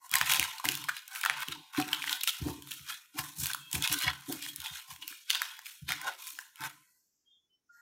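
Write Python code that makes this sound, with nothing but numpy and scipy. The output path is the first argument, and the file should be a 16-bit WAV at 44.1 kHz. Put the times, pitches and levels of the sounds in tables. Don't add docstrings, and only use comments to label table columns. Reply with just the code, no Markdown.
import sys
import numpy as np
from scipy import signal
from scipy.fft import rfft, irfft, next_fast_len
from scipy.io import wavfile
from scipy.ndimage import uniform_filter1d, map_coordinates

SR = 44100
rng = np.random.default_rng(int(sys.argv[2]) if len(sys.argv) > 2 else 0)


def master(y):
    cut = np.clip(np.atleast_2d(y).T, -1, 1)
    pcm = np.round(cut * 32767)
    wavfile.write(sys.argv[1], SR, pcm.astype(np.int16))


N = 344421


def snaps():
    # start_s [s], patch_db [dB peak], pitch_hz [Hz], crack_db [dB peak], length_ms [ms]
    loud_creases = [(.0941, -54, 1730, -27.5, 1.7), (.1143, -37.5, 3690, -17.5, 1.3),
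                    (.1379, -13.5, 2200, -12.5, 4.4), (.1539, -15.5, 1880, -7.5, 3.4),
                    (.1852, -31.5, 1150, -17.5, 1.2), (.2129, -9, 1750, -17, 1.46),
                    (.2981, -15.5, 1940, -15.5, 1), (.3364, -13, 3220, -9.5, 0.72),
                    (.3438, -20, 2300, -17, 3.1), (.3964, -12, 2770, -9.5, 1.16),
                    (.4274, -17.5, 2200, -19, 2), (.439, -24, 3830, -21, 3), (.5818, -32, 4170, -32, 4),
                    (.5976, -29.5, 1030, -33.5, 5.3), (.6413, -22.5, 930, -31.5, 5.2),
                    (.6485, -34, 2610, -18.5, 2), (.6539, -19.5, 2040, -14, 1.6),
                    (.6879, -12.5, 2740, -13, 1.43), (.7139, -42, 2230, -19, 1.2),
                    (.7184, -31, 2380, -19, 3.6), (.7522, -28, 3430, -19, 2), (.8397, -30, 2880, -27, 1.9),
                    (.8848, -21, 1420, -29, 10.3), (.8907, -16.5, 1480, -30, 7),
                    (.9658, -28, 2460, -31, 3.7), (1.0777, -44, 2570, -28.5, 5.1),
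                    (1.1496, -32, 1990, -29.5, 4.1), (1.1591, -26.5, 2370, -31.5, 1.5),
                    (1.1873, -44, 2350, -32.5, 6.3), (1.2117, -31, 2470, -22, 4.5),
                    (1.2332, -22, 2500, -30, 3.1), (1.2378, -16.5, 1500, -26, 2.2),
                    (1.25, -17, 1700, -19, 3.1), (1.2596, -12, 1330, -21, 3.2),
                    (1.298, -8, 1740, -23, 0.77), (1.4049, -29, 1540, -24.5, 1.2),
                    (1.422, -39, 1980, -33, 3.1), (1.431, -28, 1140, -36, 3.1),
                    (1.4837, -26, 2940, -27, 3.5), (1.521, -28, 3720, -44, 5.9),
                    (1.7476, -30, 1340, -44.5, 3), (1.7988, -21.5, 925, -30.5, 1.7),
                    (1.8244, -23, 2600, -42, 1.7), (1.8806, -33, 2130, -31, 1.5),
                    (1.8885, -26.5, 2380, -37, 1.5), (1.9302, -12, 2370, -20, 2.9),
                    (1.9466, -22.5, 3470, -23.5, 1.7), (2.0199, -26.5, 2440, -39, 3.4),
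                    (2.0262, -22.5, 2790, -34, 1.4), (2.0413, -19.5, 1770, -30, 1),
                    (2.0749, -24, 1940, -36.5, 2.9), (2.0799, -22, 2900, -40, 1.7),
                    (2.0945, -17, 2800, -31.5, 1.4), (2.1275, -17, 3480, -19, 3.5),
                    (2.2088, -26, 3690, -26.5, 5.3), (2.2329, -22.5, 2780, -15, 6.7),
                    (2.2407, -22.5, 2830, -24.5, 1.5), (2.2749, -12, 2770, -13.5, 1.67),
                    (2.2906, -19.5, 3370, -25, 4.4), (2.3058, -25, 3370, -29, 1.2),
                    (2.4854, -32, 1220, -35, 1.6), (2.6223, -40, 3100, -32, 2.3),
                    (2.6732, -40, 1180, -28.5, 1.4), (2.7069, -33, 2770, -29, 14),
                    (2.7173, -25.5, 3200, -27, 1.5), (2.7373, -46, 3960, -29.5, 2.5),
                    (3.1886, -26, 1750, -22.5, 7.8), (3.4342, -35, 3380, -27, 3.1),
                    (3.4578, -21, 3760, -15.5, 1.1), (3.4673, -34, 4200, -15, 3),
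                    (3.4983, -28.5, 1510, -33, 9.9), (3.5331, -23.5, 3500, -21.5, 2.7),
                    (3.5466, -22, 1390, -23, 3.2), (3.7141, -40, 2840, -26, 1.8),
                    (3.7284, -28, 3260, -14, 4.7), (3.7518, -26, 2400, -21, 4.1),
                    (3.8232, -20, 3400, -16.5, 2.6), (3.8351, -21.5, 3360, -25, 13),
                    (3.845, -22, 3570, -33.5, 2.5), (3.8571, -27, 3420, -34, 4.3),
                    (3.8751, -16, 2650, -17.5, 1.5), (3.9242, -34, 3100, -15.5, 6.9),
                    (3.9834, -30.5, 3790, -21.5, 12), (4.0215, -24, 2240, -16, 1.2),
                    (4.0345, -23.5, 3300, -28, 1.7), (4.325, -50, 1850, -19, 2.1),
                    (4.4249, -30, 2920, -23.5, 0.93), (4.5607, -51, 3530, -19.5, 1.7),
                    (4.6016, -33, 3500, -27, 3), (4.6182, -33, 3040, -28, 1), (4.6601, -23, 2470, -35, 1.4),
                    (4.9617, -38.5, 2610, -38, 2.5), (5.021, -33, 2940, -51, 12),
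                    (5.0778, -34, 2900, -21, 3.3), (5.124, -37.5, 1550, -41, 5.2),
                    (5.2988, -20, 3420, -25.5, 1.1), (5.3032, -9, 3320, -17, 1.7),
                    (5.3109, -16, 3840, -27, 0.62), (5.3485, -15, 3660, -32, 1.3),
                    (5.3533, -18, 1870, -23.5, 1.7), (5.4183, -15, 1590, -13, 1.2),
                    (5.5676, -45, 2170, -42, 2.5), (5.5914, -32, 1700, -32, 0.78),
                    (5.6572, -37, 2600, -37, 3.8), (5.6653, -32.5, 2310, -30.5, 3.4),
                    (5.8902, -23, 2050, -20, 1.3), (5.9055, -22.5, 1880, -36, 0.61),
                    (5.911, -22.5, 2300, -31, 1.1), (5.9203, -17.5, 2100, -17, 1.2),
                    (6.0141, -34, 1970, -27.5, 3.9), (6.2698, -37, 2470, -26.5, 1.5),
                    (6.2876, -37, 2930, -32, 2.4), (6.3885, -25.5, 1660, -26.5, 1.9),
                    (6.5577, -43.5, 3000, -35.5, 2.2), (6.607, -38.5, 1620, -30, 1.5),
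                    (6.6378, -25, 1490, -32, 1.7), (6.658, -32, 2000, -34, 1.4)]
    creases = list(loud_creases) + small_creases(count=130)
    out = np.zeros(N + SR)
    t = np.arange(SR // 20) / SR
    draws = rng.standard_normal((len(creases), 2, len(t)))
    for crease, (patch_noise, crack_noise) in zip(creases, draws):
        start_s, patch_db, pitch_hz, crack_db, length_ms = crease
        u = t / (max(length_ms, .4) * 0.00038)
        fade = u * np.exp(1 - u)
        patch = signal.lfilter(*signal.iirpeak(pitch_hz, 2.8 + 0.45 * length_ms, SR), patch_noise)
        ring = fade * (0.66 * unit(patch) + .5 * np.sin(2 * np.pi * pitch_hz * t))
        crack = fade ** 2.3 * signal.lfilter(*signal.butter(2, 5000, "high", fs=SR), crack_noise)
        burst = amp(patch_db) * ring / np.abs(ring).max()
        burst += amp(crack_db) * crack / np.abs(crack).max()
        out[round(start_s * SR):][:len(t)] += burst
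    return filtered(out[:N], lambda hz: hz ** 4 / (hz ** 4 + 650 ** 4))


def small_creases(count):
    over_rustle_db, scatter_db = 8.5, 4
    middle_hz, log_spread, length_ms = 2500, 0.24, 1.3
    loose, tight = handling()[:2]
    when = rng.uniform(0, N - 1, count).astype(int)
    chance = rng.standard_normal((count, 3))
    rustle_db = 20 * np.log10(np.hypot(loose, tight)[when])
    patch_db = rustle_db + over_rustle_db + scatter_db * chance[:, 0]
    crack_db = patch_db + scatter_db * chance[:, 1]
    pitch_hz = middle_hz * np.exp(log_spread * chance[:, 2])
    return list(zip(when / SR, patch_db, pitch_hz, crack_db, np.full(count, length_ms)))


def rustle():
    # [dB, relative]
    slack = [(1406, 330, 1), (1504, 220, 2), (1926, 220, 3), (2235, 260, 1.5)]
    # [dB, relative]
    taut = [(2446, 360, 2.5), (2929, 230, 3.5), (3314, 350, 5), (3620, 160, 5.5), (3970, 300, 2.5),
            (4850, 890, -2)]
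    # [dB, relative]
    hollow = [(480, 150, -22.5), (633, 80, -12), (804, 110, -2), (901, 70, 6), (1033.7, 92, 7.5)]
    # [dB per Hz, relative]
    peeling = [(2350, -63.5), (4000, -5.5), (6740, 0), (7370, -1), (12300, -1), (14800, -1), (16000, -16.5),
               (16500, -36)]
    loose, tight, treble, air = handling()
    strongest = np.maximum(np.hypot(loose, tight), treble)
    busy = np.clip((20 * np.log10(strongest) + 79) / 35, 0, 1)
    slips = grit(spiky_db=1.1 * busy, clump_db=3.1 * busy)
    body = loose * unit(filtered(slips, modes(slack))) + tight * unit(filtered(slips, modes(taut)))
    fizz = treble * unit(filtered(slips, lambda hz: amp(along(peeling, hz))))
    low = air * unit(filtered(slips, modes(hollow)))
    narrow = shifting(body + low, depth_db=3.5, size=(3, 8))
    return shifting(narrow + fizz, depth_db=1.5, size=(30, 3))


def handling():
    # peak_s [s], rustle_db [dB rms], tightness_db [dB, stretched over loose patches], treble_db [dB rms],
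    # low_db [dB rms], rise_s [s per 20 dB], fall_s [s per 20 dB]
    presses = [(.05, -59, -4.5, -54.5, -56, .04, 0.076), (.15, -33, 4, -40.5, -37.5, .035, 0.16),
               (.313, -27.5, 8.5, -31.5, -40.5, .09, 0.14), (.44, -42.5, 4, -46.5, -45, 0.16, 0.23),
               (.657, -38.5, 8, -42.5, -46.5, 0.026, 0.32), (.978, -47, 13, -53.5, -71, 0.074, .06),
               (1.159, -43, 0, -43.5, -57.5, .07, 0.1), (1.253, -45.5, 15, -54.5, -47, .06, 0.47),
               (1.427, -39.5, -1.5, -46, -48.5, 0.1, 0.028), (1.523, -44, -4.5, -50.5, -79, .1, 0.046),
               (1.735, -48, 1, -56.5, -50.5, 0.014, .2), (1.79, -35.5, -2, -42.5, -42.5, 0.052, 0.084),
               (1.934, -42.5, -4, -46.5, -48.5, .13, 0.12), (2.127, -39, 2.5, -42, -47, .22, 0.1),
               (2.285, -29, 10, -31.5, -57, 0.021, 0.036), (2.35, -49.5, 4, -52.5, -64.5, .05, 0.28),
               (2.482, -49, 10, -49.5, -49.5, 0.078, 0.16), (2.718, -52, 8, -49, -71, 0.1, 0.26),
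               (2.903, -37.5, 2, -43, -54, .05, 0.087), (3.195, -35.5, 7, -36.5, -36, .035, 0.029),
               (3.24, -50, 6, -47.5, -53.5, .05, 0.16), (3.39, -52, 7, -37.5, -60, .025, 0.14),
               (3.44, -46, 12, -35.5, -58, .07, 0.069), (3.506, -39.5, 2, -44.5, -47.5, 0.11, 0.047),
               (3.755, -37.5, 4.5, -35, -44.5, 0.041, 0.06), (3.835, -34, 5, -40.5, -44.5, 0.03, 0.15),
               (3.937, -32, 2, -30.5, -38.5, 0.047, 0.024), (4.03, -39, 15, -41, -54, 0.088, 0.093),
               (4.09, -31, -1, -59, -38.5, 0.13, 0.04), (4.13, -49, 0.5, -73.5, -51, .04, 0.16),
               (4.32, -44.5, 4.5, -42.5, -56.5, 0.078, 0.11), (4.434, -41, 11, -47.5, -59, .055, 0.1),
               (4.49, -48, 12, -44.5, -66, .1, 0.057), (4.665, -41, 7.5, -45.5, -50, 0.083, 0.038),
               (4.767, -45.5, 1.5, -48, -59.5, 0.23, 0.11), (4.913, -51, 6, -47.5, -56.5, 0.052, 0.083),
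               (5.027, -48, 9, -54, -57.5, .035, 0.043), (5.088, -49.5, 13, -49.5, -69, 0.051, 0.2),
               (5.303, -37.5, 8, -46, -80, 0.028, 0.16), (5.35, -34.5, 3.5, -51, -46, 0.031, 0.052),
               (5.428, -43, 7, -49, -52, .08, 0.2), (5.669, -51.5, 6, -49.5, -86, 0.039, .2),
               (5.895, -35, 4.5, -43, -49.5, .02, 0.11), (6.082, -37, -3.5, -47.5, -42, 0.094, 0.069),
               (6.21, -50.5, 9, -49.5, -58.5, 0.055, 0.13), (6.275, -50, 12, -44.5, -74.5, 0.083, 0.15),
               (6.4, -60.5, 5, -54, -66, 0.047, 0.14), (6.647, -38, -5, -43.5, -45, 0.064, 0.064),
               (6.9, -99, 0.5, -72, -99, .1, .9), (7.75, -72, -2, -71.5, -77, 0.11, .6)]
    settle_db, settle_treble_db = -22, 7
    settle_s = .3
    peak_s, body_db, tight_db, treble_db, low_db, rise_s, fall_s = np.transpose(presses)
    tight_share = 1 / (1 + amp(-2 * tight_db))
    loose_level_db = body_db + 10 * np.log10(1 - tight_share)
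    tight_level_db = body_db + 10 * np.log10(tight_share)
    levels_db = np.array([loose_level_db, tight_level_db, treble_db, low_db])
    after_db = levels_db + settle_db + np.array([[0], [0], [settle_treble_db], [0]])
    press = swells(peak_s, levels_db, rise_s[:, None], fall_s)
    settling = swells(peak_s, after_db, rise_s[:, None], settle_s + 0 * peak_s)
    return np.sqrt(press + settling + 1e-12)


def shifting(x, depth_db, size):
    spectrum = signal.stft(x, nperseg=1024)[2]
    field = uniform_filter1d(rng.standard_normal(spectrum.shape), size=size[0], axis=0)
    field = uniform_filter1d(field, size=size[1], axis=1)
    return signal.istft(spectrum * amp(depth_db * unit(field)), nperseg=1024)[1][:N]


def grit(spiky_db, clump_db):
    clumps = 0.6 * wobble(90) + wobble(350)
    size = amp(spiky_db * rng.exponential(size=N) + clump_db * clumps)
    slips = size * rng.standard_normal(N)
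    return slips / np.sqrt(np.abs(uniform_filter1d(slips ** 2, size=2048)))


def squeezes():
    # peak_s [s], level_db [dB rms], rise_s [s per 20 dB], fall_s [s per 20 dB]
    grips = [(.34, -50.5, 0.092, 0.16), (1.3, -52, .04, .06), (2.475, -48, .04, 0.057),
             (3.76, -55.5, 0.028, .06), (4.09, -55, 0.062, 0.044), (4.295, -47.5, 0.013, 0.073),
             (5.9, -53.5, 0.017, .08), (6.08, -47.5, 0.058, .09), (6.64, -56, .04, 0.085)]
    # [dB, relative]
    pockets = [(430, 130, -5), (560, 150, 1), (700, 160, 3.5)]
    peak_s, level_db, rise_s, fall_s = np.transpose(grips)
    gain = np.sqrt(swells(peak_s, level_db[None], rise_s[:, None], fall_s)[0])
    return gain * unit(filtered(grit(spiky_db=1.5, clump_db=2.5), modes(pockets)))


def bowl():
    # start_s [s], lower_db [dB], upper_db [dB], ceramic_db [dB]
    bumps = [(0.133, -43, -69, -47.5), (0.205, -38, -69, -41), (0.29, -46, -56, -54.5),
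             (0.389, -35, -39, -43), (0.653, -42.5, -36, -40), (0.687, -47, -32.5, -41),
             (1.294, -69, -64, -43), (1.482, -44.5, -37, -74), (1.784, -51, -33, -28.5),
             (1.792, -49, -58, -36.5), (1.864, -54, -36, -40.5), (2.412, -24.5, -34.5, -66),
             (2.463, -45, -23, -41.5), (2.488, -33, -30, -64), (2.577, -45, -40, -67),
             (2.798, -46, -71, -104), (3.149, -61, -50, -50), (3.185, -39, -43, -43.5),
             (3.382, -36.5, -66, -78), (3.421, -33, -45.5, -74), (3.742, -26.5, -69, -41),
             (3.896, -36, -55, -42), (4.059, -27.5, -62, -33), (4.293, -54, -27.5, -55),
             (4.345, -56, -42, -68), (4.579, -42.5, -63, -98), (4.705, -45.5, -80, -60),
             (4.912, -48, -92, -97), (5.011, -78, -78, -68), (5.107, -70, -52.5, -79),
             (5.818, -34.5, -77, -87.5), (5.892, -43, -58, -38.5), (6.599, -60, -59, -56)]
    # [s per 20 dB; sign ignored, 0 = silent straight after the start]
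    slides = [(0.122, .2, -53, -67, 0), (0.214, .42, -55, -65.5, 1.5), (0.422, .64, -52, -64, 0.1),
              (0.652, .93, -45.5, -48.5, 0.26), (1.293, 1.418, -67.5, -72, -5),
              (1.484, 1.61, -58, -52, 0.5), (1.784, 1.816, -42, -31, -0.5), (1.82, 2.15, -55.5, -48.5, .4),
              (2.22, 2.31, -72, -78, 0), (2.407, 2.47, -44.5, -59.5, 4), (2.46, 2.557, -40, -33.5, 0.1),
              (2.547, 2.772, -57, -55, 0.5), (2.79, 2.953, -63, -70, .25), (3.151, 3.198, -69, -51, -0.5),
              (3.187, 3.397, -54, -59.5, 0.3), (3.38, 3.72, -50, -59.5, 0.33),
              (3.744, 3.826, -35, -43.5, 0.2), (3.797, 4.023, -46, -57, 0), (3.914, 3.972, -62, -45, -1.5),
              (4.042, 4.28, -46.5, -56.5, .2), (4.288, 4.378, -54.5, -43.5, 0.4),
              (4.362, 4.562, -65, -61.5, 2), (4.584, 4.86, -55.5, -65, -0.05),
              (4.895, 5.01, -63, -95, -0.3), (4.995, 5.052, -83, -65.5, 4), (5.077, 5.216, -67.5, -64, 0),
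              (5.825, 5.966, -50.5, -73, 0.2), (5.887, 6.077, -54, -58, 0.26), (5.993, 6.076, -65, -83, 1),
              (6.335, 6.42, -99, -77, 1.5), (6.604, 6.67, -49.5, -57, 0.2),
              (6.675, 6.818, -67.5, -72.5, 0.4)]
    # [dB, relative]
    lower_modes = [(76.4, 12, -2), (121, 32, -3.5), (140.3, 39, 11), (190, 59, -20.5)]
    # [dB, relative]
    upper_modes = [(272, 30, -15.5), (296, 41, 9), (353, 12, -7), (430, 25, -9), (508, 74, -14)]
    # [dB, relative]
    ceramic_modes = [(598, 30, -12), (748, 16, 0)]
    out = np.zeros(N + SR)
    for start_s, lower_db, upper_db, ceramic_db in bumps:
        blow = knock(lower_db + 1.0, lower_modes, soft_ms=12.0)
        blow += knock(upper_db - 4, upper_modes, soft_ms=4.8)
        blow += knock(ceramic_db + 2.5, ceramic_modes, soft_ms=16.0)
        out[round(start_s * SR):][:SR // 4] += blow
    start_s, stop_s, *levels_db, slowing_s = np.transpose(slides)
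    rise_s = .007
    slow, quick = np.sqrt(swells(start_s, np.array(levels_db), rise_s, slowing_s, stop_s[:, None]))
    lower = slow * unit(filtered(grit(spiky_db=1.0, clump_db=0.5), modes(lower_modes)))
    upper = quick * unit(filtered(grit(spiky_db=2.3, clump_db=0.7), modes(upper_modes)))
    return lower + upper + out[:N]


def knock(db, table, soft_ms):
    t = np.arange(SR // 4) / SR
    ring = np.zeros(len(t))
    for pitch_hz, width_hz, level_db in table:
        strength = amp(level_db + rng.normal(0, 1.5))
        ring += strength * np.exp(-np.pi * width_hz * t) * np.sin(2 * np.pi * pitch_hz * t)
    return amp(db) * ring * (1 - np.exp(-(t / (soft_ms / 1000)) ** 2))


def swells(peaks, levels_db, rises, falls, stops=np.inf):
    grip_s = .035
    now = np.arange(0, N + 64, 64) / SR
    t = now - peaks[:, None]
    drop = np.where(t < 0, -t / np.abs(rises), t / np.abs(falls)[:, None])
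    drop = drop + np.maximum(now - stops, 0) / grip_s
    power = amp(2 * levels_db) @ amp(-2 * 20 * drop)
    return np.array([np.interp(np.arange(N) / 64, np.arange(len(p)), p) for p in power])


def thin_tones():
    # [dB, before the trim and wobble
    tones = [(7.253, 7.373, 3240, -66.5), (7.294, 7.45, 3420, -75), (7.298, 7.368, 3580, -64.5),
             (7.494, 7.56, 3040, -75), (7.52, 7.57, 5450, -81.5), (7.691, 7.815, 1408, -59.5),
             (7.743, 7.79, 1656, -66), (7.719, 7.81, 1900, -77), (7.765, 7.81, 3300, -80),
             (3.59, 3.74, 3250, -54), (3.6, 3.7, 2630, -59)]
    t, out = np.arange(N) / SR, np.zeros(N)
    for start_s, fade_start_s, pitch_hz, level_db in tones:
        fade = amp(-60 * np.maximum(t - fade_start_s, 0) / 0.12)
        gate = np.clip((t - start_s) / 0.011, 0, 1) * fade
        level = amp(level_db - 2 + 4.1 * wobble(60))
        out += level * gate * np.sin(2 * np.pi * pitch_hz * t + 0.55 * wobble(110))
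    return out


def room(x):
    # freq_hz [Hz], t60_s [s per 60 dB]
    decay = [(500, 0.1), (3000, 0.55), (12000, 0.24)]
    out, step = np.zeros(N + SR), SR // 4
    for start in range(0, N, step):
        hz, t, z = signal.stft(rng.standard_normal(SR // 2), SR, nperseg=256)
        fade = amp(-60 * t / along(decay, hz)[:, None])
        tail = signal.istft(z * fade, SR, nperseg=256)[1]
        wet = signal.fftconvolve(x[start:start + step], tail / np.linalg.norm(tail))
        out[start + 100:][:len(wet)] += wet
    return out[:N]


def suppress(x):
    # [dB, relative to threshold_db]
    expected_hiss = [(30, -21), (300, -11.5), (550, 15), (1000, -3.5), (1200, 6.5), (1500, -4),
                     (3800, -3.5), (5500, -32.5), (9200, -5.5), (11000, -12.5), (16000, -9.5)]
    threshold_db = -88.5
    hz, _, z = signal.stft(x, SR, nperseg=1024)
    recent = uniform_filter1d(np.abs(z) ** 2, size=9, axis=-1, origin=3)
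    noise = amp(2 * (threshold_db + along(expected_hiss, hz)))[:, None]
    gain = recent ** 3 / (recent ** 3 + noise ** 3)
    return signal.istft(z * gain, SR, nperseg=1024)[1][..., :N]


def amp(db):
    return 10 ** (np.asarray(db) / 20)


def unit(x):
    return x / np.sqrt(np.mean(x ** 2) + 1e-20)


def along(points, hz):
    f, v = np.transpose(points)
    return np.interp(np.log(hz + 1), np.log(f + 1), v)


def wobble(rate):
    return map_coordinates(rng.standard_normal(int(N * rate / SR) + 4), [np.arange(N) * rate / SR])


def filtered(x, response):
    m = next_fast_len(N + SR // 2)
    return irfft(rfft(x, m) * response(np.fft.rfftfreq(m, 1 / SR)), m)[..., :N]


def modes(table):
    return lambda f: sum(amp(db) * (f * w / (c * c - f * f + 1j * f * w)) ** 2 for c, w, db in table)


def scene():
    cracks = snaps()
    bounce = filtered(cracks, lambda hz: amp(-20.5) * np.exp(-2j * np.pi * hz * .0013))
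    answered = cracks + bounce + amp(-10) * room(cracks)
    return (answered + rustle() + squeezes() + bowl() + thin_tones())[None]


def record(dry):
    # [dB per Hz, relative]
    hush_spectrum = [(18, -48), (30, -13.5), (319, -10), (540, -19), (702, -19.5), (1100, -21.5),
                     (16000, -28.5)]
    hush_db, top_hz = -89.5, 16000
    heard = filtered(dry, lambda hz: (1j * hz / (1j * hz + 45)) ** 3)
    hush_noise = filtered(rng.standard_normal(N), lambda hz: amp(along(hush_spectrum, hz)))
    hush = amp(hush_db) * unit(hush_noise)
    return filtered(suppress(heard) + hush, lambda hz: np.clip((top_hz + 150 - hz) / 300, 0, 1) ** 2)


dry = scene()
out = record(dry)
master(out)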